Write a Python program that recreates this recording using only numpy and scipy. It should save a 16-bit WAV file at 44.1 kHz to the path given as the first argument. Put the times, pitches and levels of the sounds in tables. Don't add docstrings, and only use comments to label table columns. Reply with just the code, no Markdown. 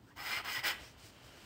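import sys
import numpy as np
from scipy import signal
from scipy.fft import rfft, irfft
from scipy.io import wavfile
from scipy.ndimage import uniform_filter1d, map_coordinates

SR = 44100
rng = np.random.default_rng(int(sys.argv[2]) if len(sys.argv) > 2 else 0)


def generate_wav(sig):
    pcm = np.round(np.clip(np.atleast_2d(sig).T, -1, 1) * 32767).astype(np.int16)
    wavfile.write(sys.argv[1], SR, pcm)


N = 63945
T = np.arange(N) / SR
HZ = np.fft.rfftfreq(2 * N, 1 / SR)

# [f/Hz, relative level/dB]
AIR_COLOUR = [(18, -40), (28, -4), (40, -4), (58, 1), (78, -1), (112, 1.5), (160, -6), (270, -3.5),
              (450, -14), (1000, -17), (3000, -30.5), (7000, -41), (10500, -46.5), (16000, -35)]
AIR_DB = -61
# [f/Hz, time to fall 60 dB/s]
ROOM_FADE = [(200, 1), (1000, 0.28), (2500, 0.53), (5000, 0.21), (10000, 0.37), (16000, .2)]
ROOM_DB = -10.5
# [f/Hz, time to fall 60 dB/s, gain at the centre/dB]
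SYMPATHETIC_RINGS = [(329, 0.26, 13.5), (830, .5, -3), (1650, 0.42, -2), (2530, 0.54, -4)]
# [delay at left end/s, delay at right end/s, level relative to the pen/dB]
ECHO_PATHS = [(.0021, 0.0021, -17), (.0047, .0042, -17), (.0083, 0.011, -14)]
# [start t/s, length/s, level/dB, first f/Hz, last f/Hz, width/Hz]
FINGER_SCUFFS = [(0.066, 0.073, -64.5, 1340, 1950, 480), (0.083, 0.055, -67, 758, 1150, 450),
                 (.80, .125, -65, 4770, 6200, 1550)]
# [f/Hz, relative level/dB]
RUB_LEVEL = [(0, -76), (.06, -75.5), (.09, -71.5), (.125, -70.5), (.15, -75.5), (.70, -57), (.78, -56),
             (.83, -55), (.89, -62), (.94, -66.5), (1.0, -61), (1.06, -61.5), (1.11, -64), (1.2, -61),
             (1.26, -60), (1.35, -59), (1.45, -59)]
RUB_COLOUR = [(100, -4), (280, 0), (600, 4), (1050, -1), (1400, 0.5), (2400, -2), (3100, -1.5), (3600, -6),
              (5000, -10), (8000, -18), (10500, -30), (15500, -22)]
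RUB_RING_HZ, RUB_RING_WIDTH_HZ, RUB_RING_DB = 3010, 320, -3
# [f/Hz, relative level/dB]
BRUSH_LEVEL = [(0, -81), (.1, -71.5), (.15, -82), (.74, -93), (.81, -60), (.885, -61.5), (.92, -66.5),
               (.96, -77), (.99, -64.5), (1.055, -58), (1.09, -60.5), (1.12, -68.5), (1.21, -69.5),
               (1.25, -63), (1.33, -66), (1.45, -62.5)]
BRUSH_COLOUR = [(1000, -9), (3200, -4.5), (4900, 2), (6300, -4.5), (8200, -3.5), (9700, -9.5), (10600, -17),
                (13500, -10.5), (16000, -10)]
# [start t/s, level before the fade/dB, pitch f/Hz, time to fall 60 dB/s]
HAND_BUMPS = [(.369, -41.5, 98, 0.08), (.575, -47.5, 118, 0.16), (0.807, -47.5, 65.5, 0.12),
              (1.033, -47.5, 108, 0.1), (1.24, -47, 125, 0.055)]
BUMP_RISE_S = 0.0062
# [t/s, place from 0 = left end to 1 = right end]
NIB_PLACE = [(.16, 0.54), (.25, 0.41), (.36, 0.98), (.48, 0.54), (.57, 0.038), (.68, 0.046), (.73, 0.356)]
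# [start t/s, level before the fade/dB]
NIB_SNAGS = [(.168, -54), (.446, -46), (.530, -40.5), (0.638, -48), (.664, -44), (.708, -40)]
SNAG_RISE_S, SNAG_T60_S = 0.0019, 0.04
# [f/Hz, relative level/dB]
SNAG_COLOUR = [(600, 0), (1300, -6), (2500, -14), (5000, -17), (6600, 3), (9500, -10), (13000, -12),
               (15000, -1.5)]
# [t/s, level/dB]
STROKE_FORCE = [
    [(.150, -80), (.166, -55.5), (.195, -47.5), (.24, -44.5), (.28, -39), (.33, -36), (.37, -36.5),
     (.395, -42), (.418, -53)],
    [(.438, -56), (.448, -44.5), (.492, -39), (.53, -41), (.56, -37.5), (.597, -38.5), (.614, -51)],
    [(.626, -60), (.640, -34.5), (.667, -30.5), (.70, -33.5), (.716, -39), (.73, -45.5), (.76, -69)],
]
FIBRES_PER_S, FIBRE_SPREAD_DB = 14000, 3
TOOTH_HZ, TOOTH_DB = 347, 1.23
PATCH_HZ, PATCH_DB = 50, 0.05
# [f/Hz, relative level/dB]
SCRATCH_COLOUR = [(120, -45), (300, -21.5), (560, -10), (800, -1), (1400, -1), (1750, -2.5), (2150, 1),
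                  (2600, -3.5), (3100, -2.5), (3900, -10.5), (4600, -9), (5200, -4.5), (5700, -25),
                  (7200, -32), (8300, -14.5), (9300, -39), (16000, -38)]
SCRATCH_DB = -0.75
BODY_MODES = [(777, 75, -3.5, -1), (1024, 39, -1, -3), (1253.5, 60.4, -24, 5), (1552, 36, 5, 6.5),
              (1652, 40, 3, -23), (1959, 37.6, 17, -24), (2070, 49, -20, 12), (2391, 48, -2, 6.5),
              (2862, 17, -16, 6.5), (3050, 43, 8, -3), (4250, 33, -29, 3.5), (5050, 146, 3, -0.5),
              (7800, 230, -17, -22)]
MODE_DB = -3.5
# [t/s, level/dB]
LOW_LEVEL = [(.17, 4.5), (.25, 1), (.30, 1.5), (.365, -2.5), (.41, 7.5), (.49, 1.5), (.548, -5), (.58, 1.5),
             (.65, -0.5), (.71, 2)]
LOW_SPLIT_HZ = 1640
# [f/Hz, relative level/dB]
HISS_LEVEL = [(.17, -9), (.21, -9.5), (.26, -8.5), (.34, -14), (.40, -16), (.45, -12), (.535, -7.5),
              (.595, -16), (.645, -13.5), (.672, -6), (.70, -10.5), (.73, -20)]
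HISS_COLOUR = [(1000, -17.5), (3000, 6), (6300, 2), (7300, 0.5), (8200, 1.5), (9100, -4.5), (10500, -7.5),
               (11700, -2.5), (13000, -6.5), (14100, 3), (14850, 10), (15400, 5.5), (16000, -1.5)]
# [f/Hz, relative level/dB]
DRUM_COLOUR = [(150, -16.5), (330, -13.5), (480, -1), (700, 5.5), (1100, -0.5), (2500, -38.5)]
DRUM_DB, DRUM_KNEE_DB, DRUM_POWER = -46.5, -33, 2.37
LOW_CUT_HZ, EDGE_HZ = 39, 15780


def amp(db):
    return 10 ** (np.asarray(db) / 20)


def evened(x):
    return x / np.sqrt(np.mean(x ** 2) + 1e-20)


def read(points, hz):
    f, value = np.transpose(points)
    return np.interp(np.log(hz + 1), np.log(f), value)


def level(points):
    return amp(np.interp(T, *np.transpose(points)))


def colour(points):
    log_gain = np.log(amp(read(points, HZ)))
    circle = np.concatenate([log_gain, log_gain[-2:0:-1]])
    return np.exp(np.conj(signal.hilbert(circle)))[:len(HZ)]


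def filtered(x, response):
    return irfft(rfft(x, 2 * N) * response)[:N]


def through(x, response):
    return evened(filtered(x, response))


def wander(hz):
    return through(rng.standard_normal(N), np.exp(-(HZ / hz) ** 2))


def catches(per_s, spread_db):
    size = amp(spread_db * np.minimum(rng.exponential(1, N), 3))
    sign = rng.choice([-1., 1.], N)
    happens = rng.random(N) < per_s / SR
    return size * sign * happens


def blow(start, db, rise_s, t60):
    t = np.maximum(T - start, 0)
    return np.minimum(t / rise_s, 1) * amp(db - 60 * t / t60)


def place():
    return np.clip(np.interp(T, *np.transpose(NIB_PLACE)), 0, 1)


def air():
    return amp(AIR_DB) * through(rng.standard_normal(N), colour(AIR_COLOUR))


def room(x):
    hz, t, z = signal.stft(rng.standard_normal(SR // 2), SR, nperseg=256)
    fade = amp(-60 * t / read(ROOM_FADE, hz)[:, None])
    late = t > .004
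    tail = signal.istft(z * fade * late, SR, nperseg=256)[1]
    return signal.fftconvolve(x, tail / np.linalg.norm(tail))[:N]


def sympathy(x):
    response = 0
    for hz, t60, db in SYMPATHETIC_RINGS:
        time_constant = t60 / np.log(1000)
        response = response + amp(db) / (1 + 2j * np.pi * (HZ - hz) * time_constant)
    return filtered(x, response)


def echoes(x):
    out = np.zeros(N)
    smooth_place = uniform_filter1d(place(), size=2000)
    for left_s, right_s, db in ECHO_PATHS:
        delay = left_s + (right_s - left_s) * smooth_place
        out += amp(db) * map_coordinates(x, [(T - delay) * SR], order=3)
    return out


def scuffs():
    out = np.zeros(N)
    for start, length, db, first_hz, last_hz, width in FINGER_SCUFFS:
        along = np.clip((T - start) / length, 0, 1)
        pitch = first_hz + (last_hz - first_hz) * along
        phase = 2 * np.pi * np.cumsum(pitch) / SR
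        fuzz = wander(width / 2) * np.cos(phase) + wander(width / 2) * np.sin(phase)
        out += amp(db) * np.sin(np.pi * along) * fuzz
    return out


def hand():
    grain = amp(0.7 * wander(180))
    ring = 1 + amp(RUB_RING_DB) / (1 + 2j * (HZ - RUB_RING_HZ) / RUB_RING_WIDTH_HZ)
    rub_slips = grain * catches(per_s=14000, spread_db=4.5)
    rub = level(RUB_LEVEL) * through(rub_slips, colour(RUB_COLOUR) * ring)
    brush_slips = grain * catches(per_s=22000, spread_db=5.5)
    brush = level(BRUSH_LEVEL) * through(brush_slips, colour(BRUSH_COLOUR))
    return rub + brush


def bumps():
    out = np.zeros(N)
    for start, db, hz, t60 in HAND_BUMPS:
        out += blow(start, db, BUMP_RISE_S, t60) * np.sin(2 * np.pi * hz * (T - start))
    return out


def snags():
    bite = sum(blow(start, db, SNAG_RISE_S, SNAG_T60_S) for start, db in NIB_SNAGS)
    return bite * through(catches(FIBRES_PER_S, FIBRE_SPREAD_DB), colour(SNAG_COLOUR))


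def body(end):
    broad = colour(SCRATCH_COLOUR)
    rings = 0
    for hz, width, *db in BODY_MODES:
        rings = rings + amp(db[end] + MODE_DB) / (1 + 2j * (HZ - hz) / width)
    return broad + rings * broad / abs(broad)


def nib():
    force = np.zeros(N)
    for stroke in STROKE_FORCE:
        touching = (T > stroke[0][0]) * (T < stroke[-1][0])
        force += level(stroke) * touching
    tooth = amp(TOOTH_DB * wander(TOOTH_HZ) + PATCH_DB * wander(PATCH_HZ))
    slips = tooth * catches(FIBRES_PER_S, FIBRE_SPREAD_DB)

    at_left, at_right = through(slips, body(0)), through(slips, body(1))
    scratch = amp(SCRATCH_DB) * ((1 - place()) * at_left + place() * at_right)
    low = filtered(scratch, 1 / (1 + (HZ / LOW_SPLIT_HZ) ** 10))
    scratch = scratch + (level(LOW_LEVEL) - 1) * low

    hiss_slips = tooth * catches(FIBRES_PER_S, FIBRE_SPREAD_DB)
    hiss = level(HISS_LEVEL) * through(hiss_slips, colour(HISS_COLOUR))
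    drum_level = amp(DRUM_DB) * (force / amp(DRUM_KNEE_DB)) ** DRUM_POWER
    drum = drum_level * through(slips, colour(DRUM_COLOUR))
    return force * (scratch + hiss) + drum


def scene():
    pen = nib() + snags()
    space = echoes(pen) + sympathy(pen) + amp(ROOM_DB) * room(pen)
    return (pen + space + bumps() + hand() + scuffs() + air())[None]


def record(dry):
    bass_cut = signal.butter(4, LOW_CUT_HZ, "high", fs=SR, output="sos")
    cut = signal.sosfilt(bass_cut, dry)
    band_limit = signal.firwin(801, EDGE_HZ, window=("kaiser", 9), fs=SR)
    return signal.oaconvolve(cut, band_limit[None], "same")


dry = scene()
out = record(dry)
generate_wav(out)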